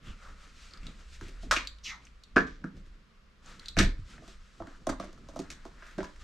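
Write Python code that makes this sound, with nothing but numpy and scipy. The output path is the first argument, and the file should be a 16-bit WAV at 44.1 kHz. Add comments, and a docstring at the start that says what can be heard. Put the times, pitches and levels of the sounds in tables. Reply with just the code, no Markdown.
"""A small plastic tub knocks and rattles as a puppy snaps at it, tosses it onto a woven mat and pounces on it.
Every blow excites damped modes and a noise crack; the wet mouth smacks in short puffs of coloured noise.
Pants and one hard huff are noise through moving mouth resonances; scuffs are dense random grains.
The porch boards thump as damped modes and the roofed porch adds a noise tail.
Beneath lie a far outdoor hush, the low rumble of moving air and the gliding sine of a far engine."""
import sys
import numpy as np
from scipy import signal
from scipy.fft import rfft, irfft
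from scipy.io import wavfile

SR = 44100
rng = np.random.default_rng(int(sys.argv[2]) if len(sys.argv) > 2 else 0)


def voltage_ratio(decibels):
    """Convert decibels (scalar or array-like) to amplitude ratios, 20 dB per decade."""
    exponent = np.asarray(decibels, float) / 20
    return 10 ** exponent


def wav_record(signal):
    """Record a signal, one row per channel, as 16-bit PCM in the file named by sys.argv[1]."""
    frames = np.transpose(np.atleast_2d(signal))
    bounded = np.clip(frames, -1, 1)
    # unit amplitude maps onto the largest positive 16-bit level
    quanta = np.round(bounded * 32767).astype(np.int16)
    wavfile.write(sys.argv[1], SR, quanta)


N = 274743


def rms_one(x):
    """Scale to rms 1."""
    return x / np.sqrt(np.mean(x ** 2) + 1e-20)


def noise(sides=1):
    """White noise, one row a side."""
    return rng.standard_normal((sides, N) if sides > 1 else N)


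def at_hz(points, hz):
    """Read a curve on a log-frequency axis."""
    point_hz, value = np.transpose(points)
    return np.interp(np.log(hz), np.log(point_hz), value)


def spectrum_hz():
    """Bin frequencies of the whole scene, kept off zero for the log axis."""
    return np.maximum(np.fft.rfftfreq(N, 1 / SR), 1)


def colour(x, spectrum):
    """Shape x by the spectrum and scale it to rms 1."""
    return rms_one(irfft(rfft(x) * voltage_ratio(at_hz(spectrum, spectrum_hz())), N))


def bandpass(x, order, low_hz, high_hz):
    """Butterworth band."""
    return signal.sosfilt(signal.butter(order, [low_hz, high_hz], "band", fs=SR, output="sos"), x)


def drift(rate):
    """Random wander: rate normal draws a second, joined by straight lines."""
    steps = rng.standard_normal(int(N / SR * 60) + 2)
    return np.interp(np.arange(N) / SR * rate, np.arange(len(steps)), steps)


def joined(rows):
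    """Columns joined by straight lines in time."""
    s, *columns = np.transpose(rows)
    return [np.interp(np.arange(N) / SR, s, column) for column in columns]


def swells(rows):
    """Bell-shaped rises and falls, summed in power, one gain track per level column."""
    s, length_s, *levels = np.transpose(rows)
    coarse_s = np.arange(0, N + 64, 64) / SR
    bells = np.exp(-7.0 * ((coarse_s - s[:, None]) / length_s[:, None]) ** 2)
    return [np.interp(np.arange(N) / SR, coarse_s, np.sqrt(voltage_ratio(2 * db) @ bells)) for db in levels]


def lay(bursts, times):
    """Place each burst at its time."""
    out = np.zeros(N + bursts.shape[1])
    for burst, s in zip(bursts, times):
        out[round(s * SR):][:len(burst)] += burst
    return out[:N]


def fades(s, db, fade_s):
    """Sudden starts that die evenly in dB, for half a second at most."""
    age = np.arange(SR // 2) / SR
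    return lay(voltage_ratio(db[:, None] - 60 * age / fade_s[:, None]), s)


def ring(clicks, hz, t60):
    """A unit click sets a damped sine ringing."""
    r, w = voltage_ratio(-60 / (t60 * SR)), 2 * np.pi * hz / SR
    return signal.lfilter([0, np.sin(w)], [1, -2 * r * np.cos(w), r * r], clicks + 1e-18)


def resonance(x, hz, width_hz):
    """Two-pole band of gain 1 near its top."""
    r = np.exp(-np.pi * width_hz / SR)
    poles = [1, -2 * r * np.cos(2 * np.pi * hz / SR), r * r]
    return signal.lfilter(np.array([1, 0, -1]) * (1 - r * r) / 2, poles, x)


def gliding(hz, width_hz):
    """Narrow noise carried on a moving centre; rms 1."""
    slow = signal.sosfilt(signal.butter(2, width_hz / 2, fs=SR, output="sos"), noise(2))
    phase = 2 * np.pi * np.cumsum(hz) / SR
    return rms_one(slow[0] * np.cos(phase) + slow[1] * np.sin(phase))


def wide(x, other, alike):
    """Left and right from a source and an unrelated twin; alike is their correlation."""
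    middle = np.sqrt((1 + alike) / 2) * x
    side = np.sqrt((1 - alike) / 2) * other
    return middle + side * [[1], [-1]]


FIZZ_HZ = 7200


def halves(x):
    """The part under and the part over the fizz edge."""
    return [signal.sosfilt(signal.butter(4, FIZZ_HZ, kind, fs=SR, output="sos"), x) for kind in ("low", "high")]


# hush spectrum: (frequency [Hz], relative density [dB per Hz])
HUSH_COLOUR = [(65, -49), (110, -14.5), (200, -6), (272, -24), (464, -18), (570, -21.5), (843, -28),
               (1120, -17), (1200, -17.5), (5040, -30.5), (8790, -45), (15000, -57)]
# how alike left and right are in the hush: (frequency [Hz], correlation [0-1])
HUSH_LIKENESS = [(60, 0.89), (240, 0.636), (950, 0.33), (3770, 0.22), (15000, 1)]
HUSH_DB = -65


def hush():
    """Far outdoor noise; how alike its two sides are depends on pitch."""
    sides = rfft(colour(noise(2), HUSH_COLOUR))
    return voltage_ratio(HUSH_DB) * irfft(wide(*sides, at_hz(HUSH_LIKENESS, spectrum_hz())), N)


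# low rumble of moving air: (time [s], relative level [dB])
AIR_RUMBLE = [(0, -46.5), (.42, -49.5), (.9, -49.5), (1.5, -45), (2.0, -53), (2.7, -57), (3.12, -62),
              (3.4, -48.5), (4.2, -48.5), (4.5, -55.5), (4.9, -47), (5.8, -52.5), (6.23, -46)]
# weight shifting on the floor: (peak time [s], bell length [s], rumble [relative dB], shuffle [relative dB])
WEIGHT_SHIFTS = [(0.1, 0.054, -34.5, -65), (0.82, .2, -45, -61.5), (1.25, 0.1, -49, -72),
                 (1.5, 0.124, -44, -53.5), (2.4, 0.112, -36, -53), (2.52, 0.13, -45, -54.5),
                 (2.66, 0.143, -57, -55), (2.85, 0.238, -46.5, -65.5), (3.5, 0.133, -56.5, -62),
                 (3.83, 0.092, -22.5, -60), (3.96, 0.145, -35.5, -66), (4.17, 0.268, -65.5, -62.5),
                 (4.39, 0.173, -47.5, -77), (4.62, 0.13, -53, -63), (4.92, 0.112, -46.5, -55.5),
                 (5.4, 0.935, -56, -66), (6.04, 0.076, -46.5, -64.5)]
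SHUFFLE_DB = -21   # steady shuffle, relative to the air rumble's setting


def air_and_shuffle():
    """Moving air and shifting weight: lumpy low noise, with a mid-low shuffle on the boards."""
    air_db, = joined(AIR_RUMBLE)
    heave, steps = swells(WEIGHT_SHIFTS)
    deep = rms_one(bandpass(noise(), 3, 15, 38))
    upper = rms_one(bandpass(wide(*noise(2), alike=0.914), 2, 42, 70))
    rumble = rms_one(deep + 0.503 * upper)
    rumble_gain = np.hypot(heave, voltage_ratio(air_db + 2.2 * drift(6))) * voltage_ratio(-3.0)
    shuffle = rms_one(bandpass(noise(), 2, 90, 270))
    shuffle_gain = np.hypot(steps, voltage_ratio(air_db + SHUFFLE_DB)) * voltage_ratio(6.4 * drift(17))
    return rumble * rumble_gain + shuffle * shuffle_gain


# far engine pulling away: (time [s], hum frequency [Hz], level before wavering [dB])
ENGINE_HUM = [(1.15, 29.79, -58.5), (1.35, 37.7, -47), (1.6, 47.2, -45), (1.85, 54.98, -50.5),
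              (2.15, 52.93, -58), (2.4, 52.3, -74.5)]


def engine():
    """A low sine that climbs with the revs, eases slightly and wavers in level."""
    hz, db = joined(ENGINE_HUM)
    started = np.arange(N) / SR > ENGINE_HUM[0][0]
    return np.sin(2 * np.pi * np.cumsum(hz) / SR) * voltage_ratio(db + 1.9 * drift(8)) * started


# decay of the porch tail: (frequency [Hz], t60 [s])
PORCH_DECAY = [(150, 0.32), (600, 0.275), (1500, 0.2636), (4000, 0.2394), (10000, 0.1834)]


def porch(x):
    """Roof, wall and boards answer with a dense noise tail, octave by octave, more alike at the bottom."""
    age = np.arange(SR // 2) / SR
    white = rng.standard_normal((2, len(age)))
    tail = 0
    for hz in 57 * 2. ** np.arange(9):
        octave = bandpass(white, 2, hz / np.sqrt(2), hz * np.sqrt(2))
        alike = at_hz([(250, 0.85), (1500, 0.25), (8000, 0.31)], hz)
        tail = tail + wide(*octave, alike) * voltage_ratio(-60 * age / at_hz(PORCH_DECAY, hz))
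    tail = tail * (age > .004)
    tail = tail / np.sqrt(np.sum(tail ** 2) / 2)
    return signal.fftconvolve(x[None], tail, axes=1)[:, :N]


# paws, knees and tub on the boards: (time [s], joist push [relative dB], plank push [relative dB])
FLOOR_THUMPS = [(0.082, -40, -71.5), (0.83, -40.5, -51), (1.225, -34.5, -48), (1.432, -40.5, -61),
                (2.365, -33, -23), (2.644, -45, -35), (2.774, -44, -49.5), (3.775, -17.5, -21.5),
                (3.793, -18, -23), (3.808, -28.5, -20), (3.83, -20, -25), (3.847, -19, -30.5),
                (3.874, -26, -31), (3.992, -33.5, -58.5), (4.609, -41, -45), (4.887, -32.5, -40),
                (5, -41.5, -41), (5.392, -54, -36), (5.98, -41, -30)]
# floor modes, joists boom and planks knock: (frequency [Hz], relative level [dB], t60 [s])
FLOOR_MODES = [(30.62, 3, 0.45), (44.52, -4.5, .2), (67.68, -3, 0.28), (96.53, -1.5, 0.211),
               (125.26, -12.5, 0.17), (168.4, 0.5, 0.24), (193.2, 4, 0.24), (241.2, -2.5, 0.044)]
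JOIST_TOP_HZ = 145


def boards():
    """A soft push sets joists and planks ringing."""
    s, joist_db, plank_db = np.transpose(FLOOR_THUMPS)
    share_db = 2.0 * rng.standard_normal((len(s), len(FLOOR_MODES)))
    shove = np.hanning(300) * voltage_ratio(joist_db - 9.0)[:, None]     # the floor first gives under the weight
    out = signal.sosfilt(signal.butter(1, 30, "high", fs=SR, output="sos"), lay(shove, s))
    for k, (hz, level_db, t60) in enumerate(FLOOR_MODES):
        part_db = joist_db if hz < JOIST_TOP_HZ else plank_db
        push = voltage_ratio(part_db + level_db - 4.5 + share_db[:, k])
        rung = ring(lay(push[:, None], s), hz, t60)
        out = out + resonance(rung, hz, 2.1 * hz)     # the push is slow: the mode swells
    return out


# claws and tub dragging over the weave:
# (time [s], rasp [relative dB], fine fizz [relative dB], rasp fade by 60 dB [s])
WEAVE_SCUFFS = [(1.512, -25, -39, 0.1834), (1.565, -32.5, -59, 0.23), (2.361, -31, -75.5, 0.1937),
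                (2.468, -53, -71, 0.47), (3.775, -31, -49, 0.2065), (3.786, -23.5, -48.5, 0.2046),
                (3.81, -45, -65.5, 0.1622), (4.869, -38.5, -34, 0.0426), (4.892, -38.5, -37.5, 0.141),
                (4.998, -50.5, -67, 0.47), (5.043, -74, -52.5, 0.07), (5.502, -45, -58, 0.1521),
                (5.826, -60.5, -83.5, 1.7), (5.98, -50.5, -56.5, 0.24), (6.043, -39.5, -46.5, 0.0031)]
# bright noise of scuffs and tub cracks: (frequency [Hz], relative density [dB per Hz])
CRACK_COLOUR = [(1180, -31.5), (2000, -6.5), (3550, -4), (5450, -6.5), (5940, -6.5), (10600, -29),
                (15500, -44)]
FIZZ_FADE_SHARE = 0.34   # the fizz dies in this share of the rasp's fade


def scuff():
    """Dense uneven grains of fibre catching and letting go, partly through the tub's rim."""
    caught = rng.random(N) < 4000 / SR     # about 4000 grains a second
    strength = voltage_ratio(3.345 * np.minimum(rng.exponential(1, N), 5))
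    grains = caught * strength * rng.choice([-1, 1], N)
    rim = rms_one(resonance(resonance(grains, 1300, 810), 1600, 1200))
    rasp, fizz = halves(colour(grains, CRACK_COLOUR))
    s, rasp_db, fizz_db, fade_s = np.transpose(WEAVE_SCUFFS)
    rasp_gain = fades(s, rasp_db - 6.5, fade_s)
    fizz_gain = fades(s, fizz_db - 3.5, FIZZ_FADE_SHARE * fade_s)
    return rasp_gain * (rasp + 1.12 * rim) + fizz_gain * rms_one(fizz)


# pants: (peak time [s], bell length [s], airflow [relative dB], hiss [relative dB], mouth resonance [Hz])
PANT_BREATHS = [(0.09, 0.0945, -50, -60.5, 3050), (0.265, 0.1386, -54, -62, 1380),
                (0.44, 0.118, -56.5, -62, 2000), (0.635, 0.161, -60, -61, 1900),
                (0.755, 0.088, -55.5, -67, 1800), (0.875, 0.124, -54.5, -63, 2200),
                (1.01, 0.056, -56.5, -68, 1530), (1.145, 0.0553, -55.5, -57, 1900),
                (1.262, 0.11, -54.5, -59, 2000), (1.38, 0.06, -56.5, -79.5, 1700),
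                (1.439, 0.057, -59.5, -61.5, 1640), (2.059, 0.071, -64, -67.5, 2300),
                (2.779, 0.072, -64.5, -72.5, 1630), (2.874, .05, -67, -74, 1640),
                (2.94, .06, -67, -76.5, 1660), (3.505, 0.107, -49.5, -56.5, 1380),
                (3.64, 0.128, -53, -64, 1800), (4.13, 0.108, -55.5, -59.5, 1750),
                (4.301, 0.132, -58.5, -61.5, 1670), (4.56, 0.078, -75, -69.5, 1700),
                (4.71, 0.098, -54, -67, 1350), (5.081, 0.064, -65, -75.5, 1400),
                (5.3, 0.143, -63, -77, 1300), (5.437, 0.14, -54.5, -67.5, 1640),
                (5.601, 0.193, -58, -68.5, 1500), (5.845, 0.217, -53.5, -73, 1550),
                (6.087, 0.066, -57, -69, 1490), (6.219, 0.04, -54.5, -60, 1570)]
# quiet breathing between the pants: (time [s], airflow [relative dB])
QUIET_BREATHING = [(0, -85), (.15, -64.5), (1.45, -61), (1.75, -68.5), (3.3, -82), (3.55, -68.5),
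                   (4.0, -67), (4.4, -65), (5.2, -67.5), (6.23, -64)]
# fixed muzzle resonances: (frequency [Hz], width [Hz], relative level before wavering [dB])
MUZZLE_RESONANCES = [(517, 110, -7), (1300, 210, -0.5), (2011, 960, -11.5)]
# breath past the teeth: (frequency [Hz], relative density [dB per Hz])
TEETH_HISS = [(1470, -22), (2500, 1), (4270, 0), (7560, -5.5), (10500, -21), (14000, -31.5), (15500, -42.5)]
BREATHING_HISS_DB = -4.5   # quiet breathing: hiss relative to its airflow setting


def panting():
    """Turbulent air through the open muzzle, one resonance moving with the tongue, and a hiss past the teeth."""
    pants = np.array(PANT_BREATHS)
    flow, whistle = swells(pants[:, :4])
    mouth_hz, = joined(pants[:, [0, 4]])
    quiet_db, = joined(QUIET_BREATHING)
    air = noise(2)
    muzzle = 0
    for k, (hz, width_hz, db) in enumerate(MUZZLE_RESONANCES):
        muzzle = muzzle + (-1) ** k * voltage_ratio(db + 3.83 * drift(3.7)) * resonance(air, hz, width_hz)
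    throat = rms_one(muzzle) + 0.906 * gliding(mouth_hz, width_hz=930)
    hiss = colour(noise(2), TEETH_HISS) * voltage_ratio(1.5 * drift(30))
    flow = np.hypot(flow, voltage_ratio(quiet_db))
    whistle = np.hypot(whistle, voltage_ratio(quiet_db + BREATHING_HISS_DB))
    return wide(*(throat * flow * voltage_ratio(-6.5) + hiss * whistle), alike=0.882)


# one hard huff: the hiss leads, the throat follows
HUFF_S, HUFF_DB, THROAT_DB, THROAT_LAG_S = 1.826, -45.5, 4, 0.0121   # throat level is over the hiss
HUFF_RISE_S, HUFF_HOLD_S, HUFF_FALL_DB_PER_S = 0.0188, 0.056, 292.5


def blast(start_s):
    """Loudness curve of the huff: rise, hold, then an even fall in dB."""
    age = np.arange(N) / SR - start_s
    falling_s = np.maximum(age - HUFF_RISE_S - HUFF_HOLD_S, 0)
    return np.clip(age / HUFF_RISE_S, 0, 1) ** 2 * voltage_ratio(HUFF_DB - HUFF_FALL_DB_PER_S * falling_s)


# band centre as the jaws close: (time [s], frequency [Hz])
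CLOSING_MOUTH = [(1.82, 2808), (1.87, 2696), (1.91, 2035), (1.95, 1332), (2.0, 951.5)]
# mouth resonances: (frequency [Hz], width [Hz])
JAW_RESONANCES = [(950, 358), (1320, 222), (2000, 234), (2750, 220), (3500, 415)]
# hiss of the huff: (frequency [Hz], relative density [dB per Hz])
HUFF_COLOUR = [(1760, -33), (3000, -5), (4000, -1), (4350, -3.5), (6260, -0.5), (8950, -27), (12000, -28),
               (15500, -53.5)]


def huff():
    """Rough air in a band that falls as the jaws close, lighting the mouth resonances one after another."""
    hz, = joined(CLOSING_MOUTH)
    air = gliding(hz, width_hz=800)
    throat = 0
    for k, (jaw_hz, width_hz) in enumerate(JAW_RESONANCES):
        throat = throat + (-1) ** k * resonance(air, jaw_hz, width_hz)
    throat = rms_one(throat) * voltage_ratio(THROAT_DB) * blast(HUFF_S + THROAT_LAG_S)
    hiss = colour(noise(), HUFF_COLOUR) * voltage_ratio(1.47 * drift(45)) * blast(HUFF_S)
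    return throat + hiss


# tongue and lip smacks: (time [s], relative peak [dB], mouth colour [Hz])
MOUTH_SMACKS = [(0.7092, -43.5, 4220), (0.7362, -32, 4240), (0.7733, -42.5, 4460), (0.8316, -42.5, 2360),
                (0.8677, -32, 3580), (1.65, -33.5, 2480), (1.6726, -19.5, 3830), (1.7853, -45.5, 3335),
                (2.022, -51, 2750), (2.0514, -44, 5753), (2.0688, -43, 2302), (2.2364, -37, 4031),
                (3.4608, -40.5, 6464), (3.595, -34, 3890), (3.641, -46, 2790), (3.6583, -29, 3897),
                (3.684, -22.5, 3880)]


def smacks():
    """A wet seal pops: a puff of a few ms, coloured by the broad ring of the mouth and a weaker one above."""
    age = np.arange(900) / SR
    s, peak_db, mouth_hz = np.transpose(MOUTH_SMACKS)
    puffs = rng.standard_normal((len(s), len(age))) * np.exp(-age / 0.00293)
    puffs[:, 0] = 3     # the seal letting go
    pops = []
    for puff, hz in zip(puffs, mouth_hz):
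        main = resonance(resonance(puff, hz * 1.056, 1100), hz * 1.02, 1900)
        above = resonance(resonance(puff, hz + 1400, 1387), hz + 2500, 3000)
        pops.append(main + 0.1707 * above)
    pops = np.array(pops)
    pops /= np.abs(pops).max(axis=1, keepdims=True)
    return lay(pops * voltage_ratio(peak_db - 4.5)[:, None], s)


# blows on the tub:
# (time [s], rim [relative dB], body [relative dB], crack [relative dB], rim part struck [Hz])
TUB_BLOWS = [(1.2114, -35.5, -40, -41.5, 1378), (1.283, -47, -45, -42.5, 2330),
             (1.431, -53.5, -38, -49.5, 1210), (1.511, -8, -28.5, -13.5, 1484),
             (1.5217, -13, -23.5, -25, 1220), (1.5381, -17.5, -46, -33, 1400),
             (1.564, -13, -32.5, -27, 2244), (1.5843, -34.5, -52, -51, 2550),
             (2.3602, -16.5, -13, -51.5, 1210), (2.3664, -5.5, -10.5, -68.5, 1502),
             (2.3794, -10, -30.5, -50, 1615), (2.641, -30, -34, -49, 1437),
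             (2.768, -65, -50.5, -53.5, 1256), (2.863, -55, -57, -58, 1730),
             (3.7675, -17.5, -16, -31.5, 1780), (3.7886, -16.5, -24, -12.5, 1300),
             (3.7968, -14, -20.5, -45.5, 1670), (3.8098, -20, -26.5, -45.5, 2240),
             (3.8297, -34, -20, -32, 1310), (4.18, -47, -54, -67.5, 1810),
             (4.2209, -61.5, -47.5, -63, 1240), (4.2358, -44.5, -58.5, -63, 1130),
             (4.2784, -53.5, -49, -43, 1100), (4.6013, -36, -31, -64.5, 1105),
             (4.6216, -34.5, -48, -52, 1120), (4.6705, -39, -43, -49.5, 1496),
             (4.749, -48, -79.5, -63, 1620), (4.8685, -28, -26, -41.5, 1120),
             (4.891, -20, -27, -46.5, 1135), (4.9283, -33, -54.5, -71, 1167),
             (4.999, -26.5, -34.5, -36.5, 1150), (5.036, -44.5, -34, -52, 1350),
             (5.085, -49, -52.5, -64.5, 1380), (5.129, -45.5, -53, -49.5, 1180),
             (5.1772, -50.5, -53.5, -56.5, 1213), (5.2863, -46.5, -48.5, -44.5, 1120),
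             (5.3346, -47.5, -49.5, -53, 1018), (5.3599, -42, -35, -40, 1196),
             (5.3913, -36, -30, -34, 1010), (5.5026, -36.5, -53, -30.5, 2217),
             (5.6521, -35, -40.5, -42, 1048), (5.8236, -36, -55, -60, 1590),
             (5.8662, -43.5, -60, -47, 1700), (5.911, -48.5, -57, -52.5, 1750),
             (5.984, -31, -27.5, -44, 1547), (6.005, -30, -37.5, -61, 1701), (6.0301, -28, -45, -37, 974),
             (6.0446, -32, -44.5, -50.5, 1823), (6.1614, -48, -67, -51, 1735)]
# what the tub rings with: (frequency [Hz], relative level [dB], t60 [s])
TUB_MODES = [(271.13, 3.5, 0.03755), (323.23, 2.5, 0.0629), (382.5, -5, 0.059), (558.9, -0.5, 0.031),
             (652.35, 4.5, 0.0325), (666.5, -3.5, 0.033), (987, 1, 0.027), (1120, -2.5, .03),
             (1220, -4, 0.0418), (1310, -4.5, 0.067), (1400, -3.5, 0.038), (1542.3, -3.5, 0.043),
             (1640, -3, 0.036), (1780, -2, 0.017), (1849.5, -12, 0.022), (2240, 2, 0.014),
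             (2521.5, 1, 0.029), (2750, 6.5, 0.018)]
BASE_TOP_HZ, WALL_TOP_HZ = 465, 890   # modes below belong to base, then wall; the rest to the rim
HELD_FROM_S, TOSSED_S, PINNED_FROM_S = 1.5, 2.3, 4.1
# held up in the air: base relative to the blow's body level, then wall relative to that base
BASE_HELD_DB, WALL_HELD_DB = -6, -1.5
# wall relative to the blow's body level: loose, then pinned by paws and jaws
WALL_LOOSE_DB, WALL_PINNED_DB = -9.0, 2


def tub():
    """Each blow, a first contact and a dying rattle, drives base, wall and the rim modes near the spot struck."""
    s, rim_db, body_db, crack_db, spot_hz = np.transpose(TUB_BLOWS)
    held = (s > HELD_FROM_S) & (s < TOSSED_S)
    base_db = body_db + BASE_HELD_DB * held
    wall_db = body_db + np.where(s < PINNED_FROM_S, WALL_LOOSE_DB, WALL_PINNED_DB)
    wall_db = np.where(held, base_db + WALL_HELD_DB, wall_db)

    age = np.arange(3000) / SR
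    draws = rng.random((len(s), 2, len(age)))
    touching = draws[:, 0] < 1200.0 / SR     # about 1200 rattle contacts a second
    contacts = 0.6924 * touching * (draws[:, 1] - .5) * np.exp(-age / 0.01943)
    contacts[:, 0] = 1

    share_db = 2.3 * rng.standard_normal((len(s), len(TUB_MODES)))
    facing = rng.choice([-1, 1], (len(s), len(TUB_MODES)))     # a mode starts towards or away from the ear
    out = 0
    for k, (hz, level_db, t60) in enumerate(TUB_MODES):
        near_db = rim_db - 27.97 * np.abs(np.log2(hz / spot_hz))
        lag_s = 1.51 / hz if hz < WALL_TOP_HZ else 0     # flexing reaches wall and base a little later
        part_db = base_db if hz < BASE_TOP_HZ else wall_db if hz < WALL_TOP_HZ else near_db
        drive = facing[:, k] * voltage_ratio(part_db + level_db - 6 + share_db[:, k])
        rung = ring(lay(contacts * drive[:, None], s + lag_s), hz, t60)
        out = out + resonance(rung, hz, 1.3 * hz)     # soft plastic: the mode swells over its first cycle

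    # the crack: noise that dies in a few ms after every contact
    puff = signal.lfilter([1], [1, -np.exp(-1 / (0.001564 * SR))], np.abs(contacts))
    grit, fizz = halves(colour(noise(), CRACK_COLOUR))
    hard_db = 0.3 * np.clip(crack_db - rim_db + 10.5, -40, 5)     # hard contacts reach higher than soft ones
    grit_gain = lay(puff * voltage_ratio(crack_db - 9)[:, None], s)
    fizz_gain = lay(puff * voltage_ratio(crack_db + hard_db - 3.5)[:, None], s)
    return out + grit * grit_gain + fizz * fizz_gain


def scene():
    """Tub, mouth pops and huff sit in the middle, the dragging spreads wide; these alone feed the porch tail."""
    near, drag = tub() + smacks() + huff(), scuff()
    spread_drag = wide(drag, scuff(), alike=0.71)
    tail = voltage_ratio(-5) * porch(near + drag)
    background = hush() + air_and_shuffle() + engine()
    return near + spread_drag + tail + boards() + panting() + background


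def band_limit(x):
    """A steep low-pass at the top of the band."""
    return signal.sosfilt(signal.butter(12, 15780, fs=SR, output="sos"), x)


# balance of the two microphone ports: (frequency [Hz], left over right [dB])
PORT_BALANCE = [(60, -0.36), (180, -1.78), (550, -2.36), (1650, 0.5), (4970, -0.5), (15000, 3.5)]
CUTOFF_HZ = 15700


def record(dry):
    """Two small ports whose balance tilts with pitch, and a steeply cut top."""
    tilt_db = at_hz(PORT_BALANCE, spectrum_hz()) / 2
    tilted = irfft(rfft(dry) * voltage_ratio([tilt_db, -tilt_db]), N)
    finished = signal.sosfilt(signal.cheby2(10, 50, CUTOFF_HZ, fs=SR, output="sos"), tilted)
    return band_limit(finished)


dry = scene()
out = record(dry)
wav_record(out)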